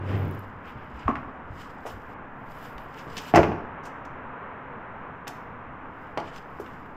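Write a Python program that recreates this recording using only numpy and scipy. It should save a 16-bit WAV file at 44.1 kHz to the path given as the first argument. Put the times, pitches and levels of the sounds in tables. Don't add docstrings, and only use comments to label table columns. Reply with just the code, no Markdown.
import sys
import numpy as np
from scipy import signal
from scipy.fft import rfft, irfft, next_fast_len
from scipy.io import wavfile
from scipy.ndimage import map_coordinates

SR = 44100
rng = np.random.default_rng(int(sys.argv[2]) if len(sys.argv) > 2 else 0)


def digitize_waveform(pressure):
    field = np.atleast_2d(pressure).T
    bounded = np.clip(field, -1, 1)
    quanta = np.round(bounded * 32767).astype(np.int16)
    wavfile.write(sys.argv[1], SR, quanta)


N = 306936
TIME_S = np.arange(N) / SR
T = np.arange(SR) / SR
HZ = np.fft.rfftfreq(SR, 1 / SR)


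def amp(db):
    return 10 ** (np.asarray(db) / 20)


def unit_rms(x):
    return x / np.sqrt(np.mean(x ** 2) + 1e-20)


def decay(t, t60_s):
    return np.exp(-np.log(1000) * t / t60_s)


def curve_at(points, hz):
    freqs, values = np.transpose(points)
    return np.interp(np.log(hz + 1), np.log(freqs + 1), values)


def wobble(rate_hz):
    knots = rng.standard_normal(int(N * rate_hz / SR) + 4)
    return map_coordinates(knots, [TIME_S * rate_hz])


def swell(peak_s, rise_s, fall_s, roundness):
    t = TIME_S - peak_s
    distance = np.maximum(-t / rise_s, t / fall_s)
    return amp(-20 * np.minimum(distance ** roundness, 10))


def filtered(x, response):
    size = next_fast_len(N + SR // 2)
    gain = response(np.fft.rfftfreq(size, 1 / SR))
    return irfft(rfft(x, size) * gain, size)[..., :N]


def noise(spectrum, flutter=1):
    white = flutter * rng.standard_normal((2, N))
    return unit_rms(filtered(white, lambda hz: amp(curve_at(spectrum, hz))))


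def minimum_phase(spectrum):
    cepstrum = irfft(np.log(amp(curve_at(spectrum, HZ))))
    cepstrum[1:SR // 2] *= 2
    cepstrum[SR // 2 + 1:] = 0
    return np.exp(rfft(cepstrum))


def resonance(hz, q):
    damping = 1j * HZ * hz / q
    return damping / (hz * hz - HZ * HZ + damping)


def burst(spectrum):
    x = irfft(spectrum)[:SR // 10]
    return x[None] / np.abs(x).max()


def add(track, start_s, sound):
    part = track[:, round(start_s * SR):][:, :sound.shape[1]]
    part += sound[:, :part.shape[1]]


# freq_hz, gain_db
HISS_SPECTRUM = [(2000, 0), (5500, 0), (7200, -2), (9500, -12), (13500, -14), (15500, -24)]


def hiss(level_db=-84):
    return amp(level_db) * noise(HISS_SPECTRUM)


# freq_hz, gain_db
RUSH_SPECTRUM = [(210, -46), (380, -4), (481, -1.5), (554, -3.5), (660, -3), (1000, 1), (1580, -4),
                 (2100, -12), (2890, -22.5), (4090, -43), (4700, -61.5), (6000, -110)]
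# freq_hz, gain_db
RUMBLE_SPECTRUM = [(15, 20.5), (30, -12), (55, 12.5), (100, 12), (130, 14.5), (190, 12), (270, 14.5),
                   (370, 4), (520, -22), (1500, -120)]


def outside(rush_db=-44, swell_db=3.5, peak_s=4.2349, width_s=1.4029, rumble_db=-46):
    lift_db = swell_db * np.exp(-((TIME_S - peak_s) / width_s) ** 2)
    rush = amp(rush_db + lift_db + 0.38 * wobble(6.5)) * noise(RUSH_SPECTRUM)
    rumble = amp(rumble_db + 0.76 * wobble(6.5)) * noise(RUMBLE_SPECTRUM)
    return rush + rumble


# freq_hz, t60_s
GARAGE_DECAY = [(80, 0.933), (300, 0.691), (1000, 0.6849), (3000, 0.5263), (6000, 0.442), (10000, 0.32),
                (15000, 0.6)]


def garage(wet_db, early_db):
    hz, t, bands = signal.stft(rng.standard_normal((2, SR)), SR, nperseg=256)
    bands *= decay(t, curve_at(GARAGE_DECAY, hz)[:, None])
    tail = signal.istft(bands, SR, nperseg=256)[1][:, :SR] * (1 - decay(T, .05))
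    early = rng.standard_normal((2, SR)) * decay(T, 0.12072) * (1 - decay(T, 0.012))
    paths = (amp(wet_db) * unit_rms(tail) + amp(early_db) * unit_rms(early)) / np.sqrt(SR)
    paths[0, 0] += 1
    return paths


def catches(grain_db=1.2729, clump_db=1.5, grit=0.16):
    grain = amp(grain_db * wobble(700) + clump_db * wobble(60))
    snags = np.clip(wobble(180), 0, 2) ** 3
    return grain * (1 + grit * snags)


# freq_hz, gain_db
RUB_SPECTRUM = [(600, -27), (1500, -2), (3000, 10.5), (4200, 2.5), (5300, 1), (6100, -4), (7200, -3),
                (9500, -10.5), (12000, -30.5), (16000, -45.5)]
SWISH_SPECTRUM = [(6000, -28.5), (9500, -10), (12000, -4), (13700, 0), (15800, -11)]
DRAG_SPECTRUM = [(500, -18.5), (1300, 7.5), (2500, 4.5), (3200, -2), (4100, -15), (5500, -21),
                 (9000, -48.5), (15000, -39.5)]
# centre_hz, half_width_hz, gain_db
RUSTLE_PEAKS = [(2960.7, 130, -4), (4987.8, 185, 1.5), (5742.4, 140, -6), (6757.4, 170, -1),
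                (7687, 200, -1), (11400, 180, -9), (13600, 350, -2.5)]
# peak_s, rub_db, swish_db, drag_db, rise_s, fall_s
RUSTLE_STROKES = [(.105, -61, -70.5, -42.5, 0.08605, 0.2434), (.34, -67, -77.5, -64, 0.16, 0.3236),
                  (.68, -66, -75.5, -47.5, 0.0687, 0.1257), (.79, -84, -85, -57, 0.137, 0.8872),
                  (1.0, -67, -83, -52, 0.184, 0.3769), (1.61, -57, -69, -57.5, 0.11335, 0.1724),
                  (1.91, -59, -67, -64.5, 0.12, 0.1011), (2.14, -71, -77.5, -68.5, 0.415, 0.0008),
                  (2.49, -66.5, -73, -71, 0.0397, 0.3934), (2.66, -59, -63.5, -56, 0.2253, 0.1332),
                  (2.82, -71, -75, -60, 0.1393, 0.431), (2.99, -58.5, -68.5, -48.5, 0.10024, 0.1421),
                  (3.16, -53, -67.5, -52, 0.09986, 0.2418), (3.3, -53, -59.5, -46, 0.2349, 0.0359),
                  (6.02, -77.5, -83.5, -63.5, 0.1811, 0.5634), (6.28, -62, -80, -48, 0.1117, 0.0948),
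                  (6.37, -56.5, -69.5, -56.5, 0.087, 0.0715), (6.68, -67.5, -76, -68, .45, .45)]


def rustle(drag_exponent=1.4934):
    rub, swish, drag = np.zeros((3, N))
    for peak_s, rub_db, swish_db, drag_db, rise_s, fall_s in RUSTLE_STROKES:
        pressure = swell(peak_s, rise_s, fall_s, roundness=1.0497)
        rub += (amp(rub_db) * pressure) ** 2
        swish += (amp(swish_db) * pressure) ** 2
        drag += (amp(drag_db) * pressure ** drag_exponent) ** 2
    layers = [(rub, RUB_SPECTRUM), (swish, SWISH_SPECTRUM), (drag, DRAG_SPECTRUM)]
    friction = sum(np.sqrt(power) * noise(spectrum, catches()) for power, spectrum in layers)

    def colour(f):
        return 1 + sum(amp(db) / (1 + ((f - hz) / width) ** 2) for hz, width, db in RUSTLE_PEAKS)

    return filtered(friction, colour)


def slip_pings(start_s=.166, count=10, first_gap_s=.012, gap_ratio=1.178, first_hz=14390, first_db=-49):
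    rise_db_per_s, sag_hz_per_s = 24.5, 7500
    out = np.zeros((2, N))
    gaps_s = first_gap_s * gap_ratio ** np.arange(count - 1)
    for age_s in np.append(0, np.cumsum(gaps_s)):
        db = first_db + rise_db_per_s * age_s
        hz = first_hz - sag_hz_per_s * age_s
        slip = rng.standard_normal(SR) * decay(T, 0.0094)
        ping = burst(rfft(slip) * resonance(hz, q=9) * resonance(hz, q=2))
        room = garage(wet_db=-13.5, early_db=-9.0)
        add(out, start_s + age_s, amp(db) * signal.fftconvolve(ping, room, axes=1))
    return out


# pitch_hz, level_db, t60_s
STEEL_MODES = [(5033, -28.5, .3), (5400, -36, 0.298), (6650, -34.5, .28), (6945, -32, .3), (7450, -35, .25),
               (11550, -27.5, .16)]


def steel_ring(scatter_db=2.0):
    return sum(amp(db + rng.normal(0, scatter_db)) * np.cos(2 * np.pi * hz * T) * decay(T, t60_s)
               for hz, db, t60_s in STEEL_MODES)


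# freq_hz, gain_db
FITTING_RESPONSE = [(300, -4.5), (1500, 5.5), (2800, 11), (4000, -4), (5500, -1.5), (7200, -7.5),
                    (9500, -17), (13500, -11), (15700, -23)]
# start_s, level_db, centre_hz, chatter_t60_s
FITTING_CLICKS = [(1.082, -49, 8450, .05), (1.153, -50.5, 5000, .03), (1.857, -40, 8710, 0.1226),
                  (2.7807, -36.5, 3882, 0.008585), (2.984, -44, 5399, .069), (3.1672, -26, 4394, .02),
                  (3.177, -27, 5600, .035), (3.345, -31, 5991, .04), (3.356, -18.5, 5973, 0.034534),
                  (3.4315, -36, 4908, .017), (3.83, -49, 6518, .15), (3.851, -42.5, 7650, 0.0711),
                  (4.05, -46.5, 6498, 0.02502), (5.271, -34, 4004, 0.022), (5.278, -29.5, 8513, 0.014254),
                  (6.1749, -27, 3412, 0.0138), (6.1995, -39.5, 4505, .02), (6.36, -36.5, 4255, 0.019),
                  (6.597, -48.5, 13000, .073), (6.6611, -42, 3000, .02)]


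def fitting_clicks(q=1.2788, steel_db=-32):
    out = np.zeros((2, N))
    colour = minimum_phase(FITTING_RESPONSE)
    for start_s, db, hz, t60_s in FITTING_CLICKS:
        chatter = rng.standard_normal(SR) * decay(T, t60_s) * (1 - decay(T, t60_s))
        click = burst(rfft(chatter) * colour * resonance(hz, q))
        response = garage(wet_db=-9.5, early_db=-7.5) + amp(steel_db) * steel_ring()
        add(out, start_s, amp(db) * signal.fftconvolve(click, response, axes=1))
    return out


# freq_hz, gain_db
SCRAPE_SPECTRUM = [(60, -12.5), (130, 2.5), (250, -2.5), (420, -5.5), (700, -14.5), (1500, -21.5),
                   (2800, -29.5), (4200, -46.5), (9000, -60), (16000, -85)]


def seal_judder(slip_hz=98, jitter=0.04919, shudder_db=-26.0, scrape_db=-31):
    pull = dict(peak_s=0.14934, rise_s=0.2123, fall_s=0.32487)
    phase = 2 * np.pi * np.cumsum(slip_hz * (1 + jitter * wobble(40.326))) / SR
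    swing = unit_rms(np.sin(phase) * amp(1.4 * wobble(50)))
    slips = noise(SCRAPE_SPECTRUM, flutter=amp(2 * np.sin(phase)))
    shudder = amp(shudder_db) * swell(**pull, roundness=1.0814) * swing
    scrape = amp(scrape_db) * swell(**pull, roundness=1.983) * slips
    return shudder + scrape


# start_s, level_db, pitch_hz, swings
PANEL_FLEXES = [(.755, -33, 90, 1.104), (.93, -34, 61.57, 4.918), (1.057, -21, 79.81, 1.087),
                (1.503, -28.5, 84.14, 1.2084), (1.936, -32.5, 57.67, 1.195), (2.75, -39.5, 33.04, 1.2),
                (3.342, -21.5, 125.8, 1.424), (3.385, -19.5, 82.29, 1.443)]


def panel_flexes():
    out = np.zeros((2, N))
    for start_s, db, hz, swings in PANEL_FLEXES:
        envelope = np.exp(-2 * (2 * hz * T / swings - .85) ** 2)
        swing = envelope * np.sin(2 * np.pi * hz * T)
        room = garage(wet_db=-7.0, early_db=-3.5)
        add(out, start_s, amp(db) * signal.fftconvolve(swing[None], room, axes=1))
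    return out


# pitch_hz, level_db, t60_s
PANEL_MODES = [(77.78, -29, .45), (98.208, -17.5, 0.5856), (162, -13.5, 0.3914), (239.48, -25.5, 0.7177),
               (300.05, -28.5, .5), (319, -21.5, 0.3976), (342.22, -19, 0.3), (428.49, -25, 0.5217),
               (456.52, -29, 0.37), (526.79, -28, 0.3), (615.22, -29.5, 0.42), (676.56, -21, 0.2784),
               (721.76, -28, 0.3598), (834, -19.5, 0.22), (877.57, -28.5, 0.6328), (952.4, -27, 0.33),
               (1146.1, -23, 0.2369), (1302, -35.5, 0.31), (1426.7, -24.5, 0.25), (1949.4, -25.5, 0.1821),
               (2460, -35, .35), (2876.8, -38.5, .2)]


def panel_ring(blows, rise_s=0.00067, drift_rad=0.12):
    start_s, blow_db, contact_hz, q = np.transpose(blows)
    onsets = np.round(start_s * SR).astype(int)
    rise_pole = np.exp(-1 / (rise_s * SR))
    out = np.zeros(N)
    for hz, mode_db, t60_s in PANEL_MODES:
        share = 1 / (1 + (q * (hz / contact_hz - contact_hz / hz)) ** 2)
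        energy_in = np.bincount(onsets, amp(blow_db) ** 2 * share, N)
        energy = signal.lfilter([1], [1, -decay(2 / SR, t60_s)], energy_in + 1e-20)
        envelope = signal.lfilter([1 - rise_pole], [1, -rise_pole], np.sqrt(energy))
        drift = np.interp(TIME_S, np.arange(0, 7, .02), rng.standard_normal(350))
        phase = 2 * np.pi * (hz * TIME_S + rng.random()) + drift_rad * drift
        out += amp(mode_db) * envelope * np.sin(phase)
    return out


def floor_clatter(start_s=3.346, length_s=.03, count=6, level_db=-9.5, centre_hz=968.3, q=0.9905):
    scatter_octaves = 0.778
    times_s = start_s + length_s * (np.arange(count) + rng.random(count)) / count
    offset_db, pitch_offset = rng.uniform(-0.82, 1, (count, 2)).T
    contact_hz = centre_hz * 2 ** (scatter_octaves * pitch_offset)
    return np.column_stack([times_s, level_db + offset_db, contact_hz, np.full(count, q)])


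# freq_hz, gain_db
PANEL_RESPONSE = [(30, -9.5), (80, 2), (220, 1), (330, 3), (480, 1.5), (700, 5.5), (950, 1), (1600, -2),
                  (2700, -2), (3900, -16), (6000, -16.5), (9000, -24.5), (16000, -34.5)]
# start_s, level_db, contact_hz, q
PANEL_BLOWS = [(1.0766, -30, 1100, 3), (1.0804, -10, 1121, 13.073), (1.0886, -18, 256.5, 4.652),
               (1.1003, -22.5, 719.2, 2), (1.112, -21, 1154, 11), (1.156, -19.5, 1538, 2.3),
               (1.854, -24.5, 472.8, 1.878), (1.866, -25, 900.3, 0.798), (3.069, -27, 150.3, 0.77),
               (3.172, -30, 170.4, 0.98), (3.3388, -5, 558.2, 0.86), (3.3415, -5, 280.5, 0.4674),
               (3.3597, -6, 854.4, 0.58), (3.375, -5.5, 409.1, 2.4), (3.3804, -7.5, 642, 0.989),
               (3.39, -6.5, 351.2, 1.6535), (3.432, -10.5, 1200, 0.65), (3.437, -13, 800, .98),
               (3.488, -19.5, 120.1, 1.1), (3.519, -19.5, 904, 1.092), (5.2705, -25, 1200, 0.421),
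               (5.2785, -29.5, 1001, 0.729), (6.1743, -13.5, 755.7, 0.93), (6.1995, -28.5, 1100, 0.93),
               (6.599, -26.5, 433.3, 3.712)]


def panel_knocks(blows, hardness=2.409):
    out = np.zeros((2, N))
    colour = minimum_phase(PANEL_RESPONSE)
    for start_s, db, contact_hz, q in blows:
        lowpass = 1 / (1 + 1j * HZ / (hardness * contact_hz))
        push = burst(colour * resonance(contact_hz, q) * lowpass)
        room = garage(wet_db=-7.5, early_db=-0.7358)
        add(out, start_s, amp(db) * signal.fftconvolve(push, room, axes=1))
    return out


# freq_hz, side_gain_db
STEREO_WIDTH = [(1200, -71), (2200, -63), (3500, -12), (8000, -8.5), (13000, -10), (15000, -22)]


def scene():
    noise_floor = hiss()
    blows = np.vstack([PANEL_BLOWS, floor_clatter()])
    panel = panel_knocks(blows) + panel_ring(blows) + panel_flexes()
    mid, side = panel + fitting_clicks() + slip_pings() + seal_judder() + rustle() + outside() + noise_floor
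    side = filtered(side, lambda hz: amp(curve_at(STEREO_WIDTH, hz)))
    return np.array([mid + side, mid - side])


def record(dry):
    return filtered(dry, lambda hz: hz < 15750)


dry = scene()
out = record(dry)
digitize_waveform(out)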